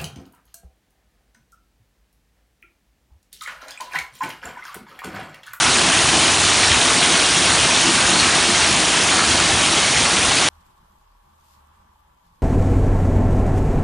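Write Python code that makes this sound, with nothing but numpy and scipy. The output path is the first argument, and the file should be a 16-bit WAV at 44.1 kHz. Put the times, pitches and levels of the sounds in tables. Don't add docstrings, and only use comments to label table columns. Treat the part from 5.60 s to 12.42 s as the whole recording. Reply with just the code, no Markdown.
import sys
import numpy as np
from scipy import signal
from scipy.fft import rfft, irfft, next_fast_len
from scipy.io import wavfile
from scipy.ndimage import uniform_filter1d, map_coordinates

SR = 44100
rng = np.random.default_rng(int(sys.argv[2]) if len(sys.argv) > 2 else 0)


def dump_mix(stems):
    frames = np.atleast_2d(stems).T
    limited = np.clip(frames, -1, 1)
    pcm = np.round(limited * 32767).astype(np.int16)
    wavfile.write(sys.argv[1], SR, pcm)


N = 300762

# f/Hz, relative level/dB, t60/s
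ROOF_MODES = [(150.9, -5.5, 0.098), (184.5, -5, 0.12), (244.2, -1, 0.082), (267, -1.5, 0.07),
              (327.7, 1, 0.08), (380.8, 0, 0.058), (449, -3, 0.052)]
# f/Hz, relative level/dB
FOAM_SPECTRUM = [(2000, -7.5), (4500, 0), (6500, -3), (7800, -1.5), (10000, -7), (12500, -1.5),
                 (14200, -11)]
# f/Hz, correlation
FLOOD_CORRELATION = [(60, 0.87), (200, 0.93), (330, 0.33), (680, -0.22), (1050, 0.32), (2500, 0)]


def hail():
    # f/Hz, relative level/dB
    clatter_spectrum = [(300, -27), (430, -6), (520, -3.5), (660, 1.5), (1300, 0), (2000, -1.5),
                        (3100, 0.3), (4300, -0.5), (4900, -5.5), (6500, -35)]
    spray_spectrum = [(3500, -18.5), (4900, 0), (5600, 2), (7000, 0), (7700, -2.5), (8700, -0.5),
                      (9800, -1), (10400, -7.5), (10800, -31)]
    # t/s, level/dB
    surge = [(0, -0.5), (.5, -0.5), (.62, 0.4), (.78, -.5), (1.05, 0), (1.2, -0.45), (1.42, -0.2),
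             (1.75, -0.3), (2.45, -0.6), (2.7, -0.5), (3.05, -1), (3.3, -1), (3.5, -1.06), (3.95, -0.8),
             (4.25, -1.3), (4.4, -0.7), (4.68, -1.15), (4.88, -1.1)]
    ticks = amp(-10.5) * pings(count=7000, centre_hz=2600, octaves=.8, cycles=26, spread_db=1.85)
    chimes = amp(-15) * pings(count=700, centre_hz=2900, octaves=.45, cycles=170, spread_db=1.5,
                              size=2400)
    chips = amp(-10) * pings(count=6000, centre_hz=7400, octaves=.3, cycles=40, spread_db=2.2, size=200)
    clatter = shaped(rush(patchy_db=.9)[0] + ticks + chimes, clatter_spectrum)
    spray = shaped(rush(patchy_db=1.0)[0] + chips, spray_spectrum)
    fall = easing(-16.5, db_per_s=.07) * clatter + easing(-19.5, db_per_s=.09) * spray
    surge_db, = curves(surge)
    return amp(surge_db) * fall


def big_stones():
    # t/s, relative level/dB, centre f/Hz, t60/s
    stones = [(.03, -15, 1200, 0.067), (.124, -15, 3200, 0.017), (.53, -16.5, 1097, 0.069),
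              (1.031, -12.5, 3010, .035), (1.114, -13, 2600, .06), (1.255, -17, 1008, 0.045),
              (1.425, -11, 2982, 0.041), (1.55, -13.5, 2530, 0.017), (2.344, -13.5, 1600, 0.041),
              (2.5994, -10.5, 3300, 0.059), (2.63, -14.5, 1400, 0.048), (2.954, -15.5, 1500, .03),
              (3.02, -13, 3384, 0.023), (3.527, -11.5, 1050, .045), (3.59, -11, 1400, 0.046),
              (3.706, -13, 3830, .04), (3.865, -17.5, 1111, 0.053), (4.506, -14, 3405, .02),
              (4.765, -14.5, 2967, .04)]
    out, t = np.zeros(N + SR), np.arange(SR // 8) / SR
    for s, db, hz, t60 in stones:
        resonance = signal.butter(2, [hz / 1.4, hz * 1.4], "band", fs=SR)
        burst = unit(signal.lfilter(*resonance, rng.standard_normal(len(t))))
        out[round(s * SR):][:len(t)] += amp(db - 2.5 - 60 * t / t60) * burst
    return street_reverb(out[:N], wet_db=-3.5)


def car_roofs(detune=.051):
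    t = np.arange(SR // 5) / SR
    drum = np.zeros(N)
    for hz, db, t60 in ROOF_MODES:
        for tuning in (-1, 0, 1):
            ring = amp(db - 60 * t / t60) * np.cos(2 * np.pi * hz * (1 + detune * tuning) * t)
            drum += signal.oaconvolve(impacts(count=800, spread_db=3.0), ring)[:N]
    panel_band = signal.butter(2, [90, 600], "band", fs=SR)
    return easing(-28, db_per_s=.12) * unit(signal.lfilter(*panel_band, drum))


def roof_hits(detune=.076, attack_s=.0017):
    # t/s, relative level/dB
    hits = [(0.169, -21.5), (0.231, -22.5), (0.524, -21), (1.15, -24.5), (1.489, -23), (2.243, -21),
            (2.281, -20.5), (2.484, -19), (2.525, -23.5), (2.595, -23), (2.885, -24), (3.085, -21),
            (3.528, -21), (3.805, -22), (4.532, -22)]
    out, t = np.zeros(N + SR), np.arange(SR // 5) / SR
    hz, mode_db, t60 = np.transpose(ROOF_MODES)[:, :, None]
    attack = 1 - np.exp(-t / attack_s)
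    for s, db in hits:
        tuning, phase = rng.uniform(-1, 1, (2, len(ROOF_MODES), 1))
        modes = np.sin(2 * np.pi * hz * (1 + detune * tuning) * t + np.pi * phase)
        ring = np.sum(amp(mode_db - 60 * t / t60) * modes, axis=0)
        out[round(s * SR):][:len(t)] += amp(db - 15.5) * unit(ring * attack)
    return street_reverb(out[:N], wet_db=-4)


def clinks(t60=.22, width_hz=150):
    # t/s, level/dB, centre f/Hz
    strikes = [(.118, -23, 3900), (1.078, -24, 3790), (2.536, -22.5, 4300), (2.572, -25.5, 4350),
               (2.599, -22.5, 4290)]
    out, t = np.zeros(N + SR), np.arange(SR // 4) / SR
    for s, db, hz in strikes:
        offset, phase = rng.uniform(-1, 1, (2, 7, 1))
        modes = np.sin(2 * np.pi * (hz + width_hz * offset / 2) * t + np.pi * phase)
        out[round(s * SR):][:len(t)] += amp(db - 60 * t / t60) * unit(modes.sum(axis=0))
    return out[:N]


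def wind(lull_db=-37, lumps_db=.8):
    # f/Hz, relative level/dB
    spectrum = [(20, -36), (33, -19), (48, -4), (75, 2.5), (115, 2), (170, -6.5), (260, -34.5)]
    # peak t/s, level/dB, half length/s
    gusts = [(0.548, -35.5, 0.46), (0.849, -29, 0.043), (1.109, -30.5, 0.075), (1.974, -29, 0.075),
             (2.752, -36.5, 0.4), (3.86, -32.5, 0.23), (4.41, -31.5, 0.083), (4.72, -32.5, 0.086)]
    t = np.arange(N) / SR
    gust_power = sum(amp(db) ** 2 * np.exp(-((t - s) / half_s) ** 2) for s, db, half_s in gusts)
    gain = np.sqrt(amp(lull_db) ** 2 + gust_power) * amp(lumps_db * wobble(16))
    return gain * shaped(rng.standard_normal(N), spectrum)


def floodwater(churn_db_per_db=2.2):
    # f/Hz, relative level/dB
    spectrum = [(300, -25), (550, -8.5), (720, -8.5), (820, -2.5), (1180, -2), (1270, -10.5), (1600, -13.5),
                (1850, -16), (2500, -16), (3300, -16), (3850, -20.5), (6000, -34)]
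    # t/s, level/dB
    flow = [(4.93, -56.5), (5.15, -58.5), (5.38, -59.5), (5.8, -59.5), (6.0, -57.5), (6.2, -58),
            (6.33, -60), (6.8, -61)]
    fizz = [(4.91, -66), (5.12, -72.5), (5.28, -69), (5.55, -75.5), (5.75, -72), (6.08, -71.5),
            (6.3, -73.5), (6.45, -74.5), (6.6, -75.5), (6.82, -74.5)]
    flow_db, fizz_db = curves(flow) + curves(fizz)
    bubbles = np.array([pings(count=1500, centre_hz=1045, octaves=.39, cycles=22, spread_db=0)
                        for side in "LR"])
    drops = np.array([unit(impacts(count=3000, spread_db=4.5)) for side in "LR"])
    diffuse = stereo_shaped(rush(patchy_db=.5) + amp(-15) * bubbles, spectrum)
    direct = amp(-4.5) * from_left(shaped(rng.standard_normal(N), spectrum))
    churn = from_left(pings(count=3000, centre_hz=1550, octaves=.15, cycles=26, spread_db=1.3, size=500))
    churn *= amp(-10.5 + churn_db_per_db * (flow_db - flow_db.max()))
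    froth = foam(rush(patchy_db=3.2) + amp(-4.5) * drops)
    water = amp(flow_db + .3 * wobble(13)) * doorway(diffuse + direct + churn)
    return water + amp(fizz_db + .6 * wobble(15)) * froth


def slaps():
    # crest t/s, level/dB, rise time/s, t60/s
    waves = [(5.009, -60, .004, .07), (5.065, -65.5, .015, .25), (5.108, -68, .006, .12),
             (5.17, -68.5, 0.0091, .2), (5.415, -73, 0.046, 0.33), (5.635, -71.5, .004, 0.12),
             (5.935, -60.5, 0.12, 0.29), (6.155, -71, 0.007, .1), (6.665, -69, .025, .45),
             (6.76, -74, .03, .3)]
    drops = np.array([unit(impacts(count=4000, spread_db=3)) for side in "LR"])
    hiss = foam(rush(patchy_db=-1.5) + amp(-3) * drops)
    power = sum((amp(db) * swell(s, rise_s, t60)) ** 2 for s, db, rise_s, t60 in waves)
    return hiss * np.sqrt(power)


def engine(firing_hz=38):
    # t/s, then relative level/dB of orders 2, 3 and 4
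    drone = [(4.9, -60, -70, -56), (4.98, -59, -68, -52), (5.05, -68, -75, -68), (5.24, -62, -73, -68),
             (5.32, -66, -70, -66), (5.48, -57, -73, -66), (5.61, -57, -73, -74), (5.71, -74, -72, -59.5),
             (5.86, -71, -76, -63), (6.0, -72, -74, -59), (6.2, -66, -66, -60), (6.53, -72.5, -65, -68),
             (6.6, -74, -75, -74), (6.68, -60, -75, -62), (6.75, -74, -78, -74), (6.82, -61, -76, -72)]
    shaft = np.pi * np.cumsum(firing_hz * (1 + .035 * wobble(7))) / SR
    return sum(np.sqrt(2) * amp(db - 1.5 + 1.2 * wobble(9)) * np.sin(order * shaft)
               for order, db in zip((2, 3, 4), curves(drone)))


def bumps(half_s=.045, waver=.052):
    # peak t/s, level/dB, f/Hz
    knocks = [(5.23, -66, 178), (6.22, -66, 203.3), (6.68, -63, 169)]
    out, t = np.zeros(N), np.arange(N) / SR
    for s, db, hz in knocks:
        phase = 2 * np.pi * np.cumsum(hz * (1 + waver * wobble(40))) / SR
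        out += amp(db) * np.exp(-((t - s) / half_s) ** 2) * np.sin(phase)
    return out


def cabin():
    # f/Hz, relative level/dB
    spectrum = [(20, 1), (55, 0), (95, -2.5), (140, -1), (215, -2.5), (260, -9.5), (380, -8), (600, -27.5)]
    return amp(-65.5) * stereo_shaped(rush(patchy_db=-2.5), spectrum)


def street_reverb(x, wet_db):
    # f/Hz, t60/s
    decay = [(200, 0.5), (2000, 0.41), (10000, 0.019)]
    hz, t, noise = signal.stft(rng.standard_normal(SR // 2), SR, nperseg=256)
    tail = signal.istft(noise * amp(-60 * t / along(decay, hz)[:, None]), SR, nperseg=256)[1]
    return x + amp(wet_db) * signal.fftconvolve(x, tail / np.linalg.norm(tail))[:N]


def doorway(x):
    # f/Hz, width/Hz, lift/dB
    peaks = [(820, 29, 5.5), (870, 24, 6.5), (929, 26, 3.5), (982, 44, 5.5), (1098, 31, 6), (1177, 44, 4.5),
             (1358, 44, 6.5), (1545, 44, 5), (1726, 26, 7)]
    lift_db = lambda f: sum(db / (1 + (2 * (f - hz) / width) ** 4) for hz, width, db in peaks)
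    return unit(filtered(x, lambda f: amp(lift_db(f))))


def from_left(x, delay_s=.0006):
    return filtered(x, lambda hz: np.exp(-2j * np.pi * hz * [[0], [delay_s]]))


def foam(pair):
    return stereo_shaped(pair, FOAM_SPECTRUM) * amp([[1], [-1]])


def pings(count, centre_hz, octaves, cycles, spread_db, size=400):
    when, strength, life = rng.random((count, 3)).T[:, :, None]
    hz = np.clip(centre_hz * 2 ** (octaves * rng.standard_normal((count, 1))), 100, SR / 2)
    k = np.arange(size)
    turns = hz / SR * k
    start = np.sqrt(hz) * amp(-spread_db * np.log(np.maximum(strength, .02)))
    rings = start * amp(-60 / (cycles * (.5 + life)) * turns) * np.sin(2 * np.pi * turns)
    samples = (when * N).astype(int) + k
    return unit(np.bincount(samples.ravel(), rings.ravel(), N)[:N])


def impacts(count, spread_db):
    when, size, sign = rng.random((count, 3)).T
    blows = amp(-spread_db * np.log(np.maximum(size, .01))) * np.sign(sign - .5)
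    return np.bincount((when * N).astype(int), blows, N)


def rush(patchy_db):
    noise = signal.stft(rng.standard_normal((2, N)), nperseg=512)[2]
    patches = uniform_filter1d(rng.standard_normal(noise.shape[1:]), size=9, axis=0)
    patches = uniform_filter1d(patches, size=10, axis=1)
    return unit(signal.istft(noise * amp(patchy_db * unit(patches)), nperseg=512)[1][:, :N])


def stereo_shaped(pair, spectrum):
    angle = lambda hz: np.arccos(np.clip(along(FLOOD_CORRELATION, hz), -1, 1)) / 2
    response = lambda hz: amp(along(spectrum, hz)) * [np.cos(angle(hz)), np.sin(angle(hz))]
    mid, side = filtered(pair, response)
    return unit(np.array([mid + side, mid - side]))


def shaped(x, spectrum):
    return unit(filtered(x, lambda hz: amp(along(spectrum, hz))))


def filtered(x, response):
    size = next_fast_len(N + SR // 2)
    return irfft(rfft(x, size) * response(np.fft.rfftfreq(size, 1 / SR)), size)[..., :N]


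def swell(s, rise_s, t60):
    t = np.arange(N) / SR - s
    return np.exp(np.minimum(t, 0) / rise_s) * amp(-60 * np.maximum(t, 0) / t60)


def easing(db, db_per_s):
    return amp(db - db_per_s * np.arange(N) / SR)


def wobble(rate):
    knots = rng.standard_normal(1024)
    n = np.arange(N)
    coarse = n[::32]
    return np.interp(n, coarse, map_coordinates(knots, [coarse * rate / SR], mode="mirror"))


def curves(rows):
    s, *columns = np.transpose(rows)
    return [np.interp(np.arange(N) / SR, s, column) for column in columns]


def along(points, hz):
    f, values = np.transpose(points)
    return np.interp(np.log(hz + 1), np.log(f + 1), values)


def amp(db):
    return np.exp(np.asarray(db) * (np.log(10) / 20))


def unit(x):
    return x / np.sqrt(np.mean(x ** 2) + 1e-20)


def scene(cut_s=4.8885, fade_s=.001, storm_top_hz=10850):
    storm = hail() + car_roofs() + roof_hits() + big_stones() + clinks() + wind()
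    storm = filtered(storm, lambda hz: hz < storm_top_hz)
    flood = floodwater() + cabin() + slaps() + bumps() + engine()
    after = np.clip((np.arange(N) / SR - cut_s) / fade_s + .5, 0, 1)
    return (1 - after) * storm + after * flood


def record(dry):
    return filtered(dry, lambda hz: hz < 14300)


dry = scene()
out = record(dry)
dump_mix(out)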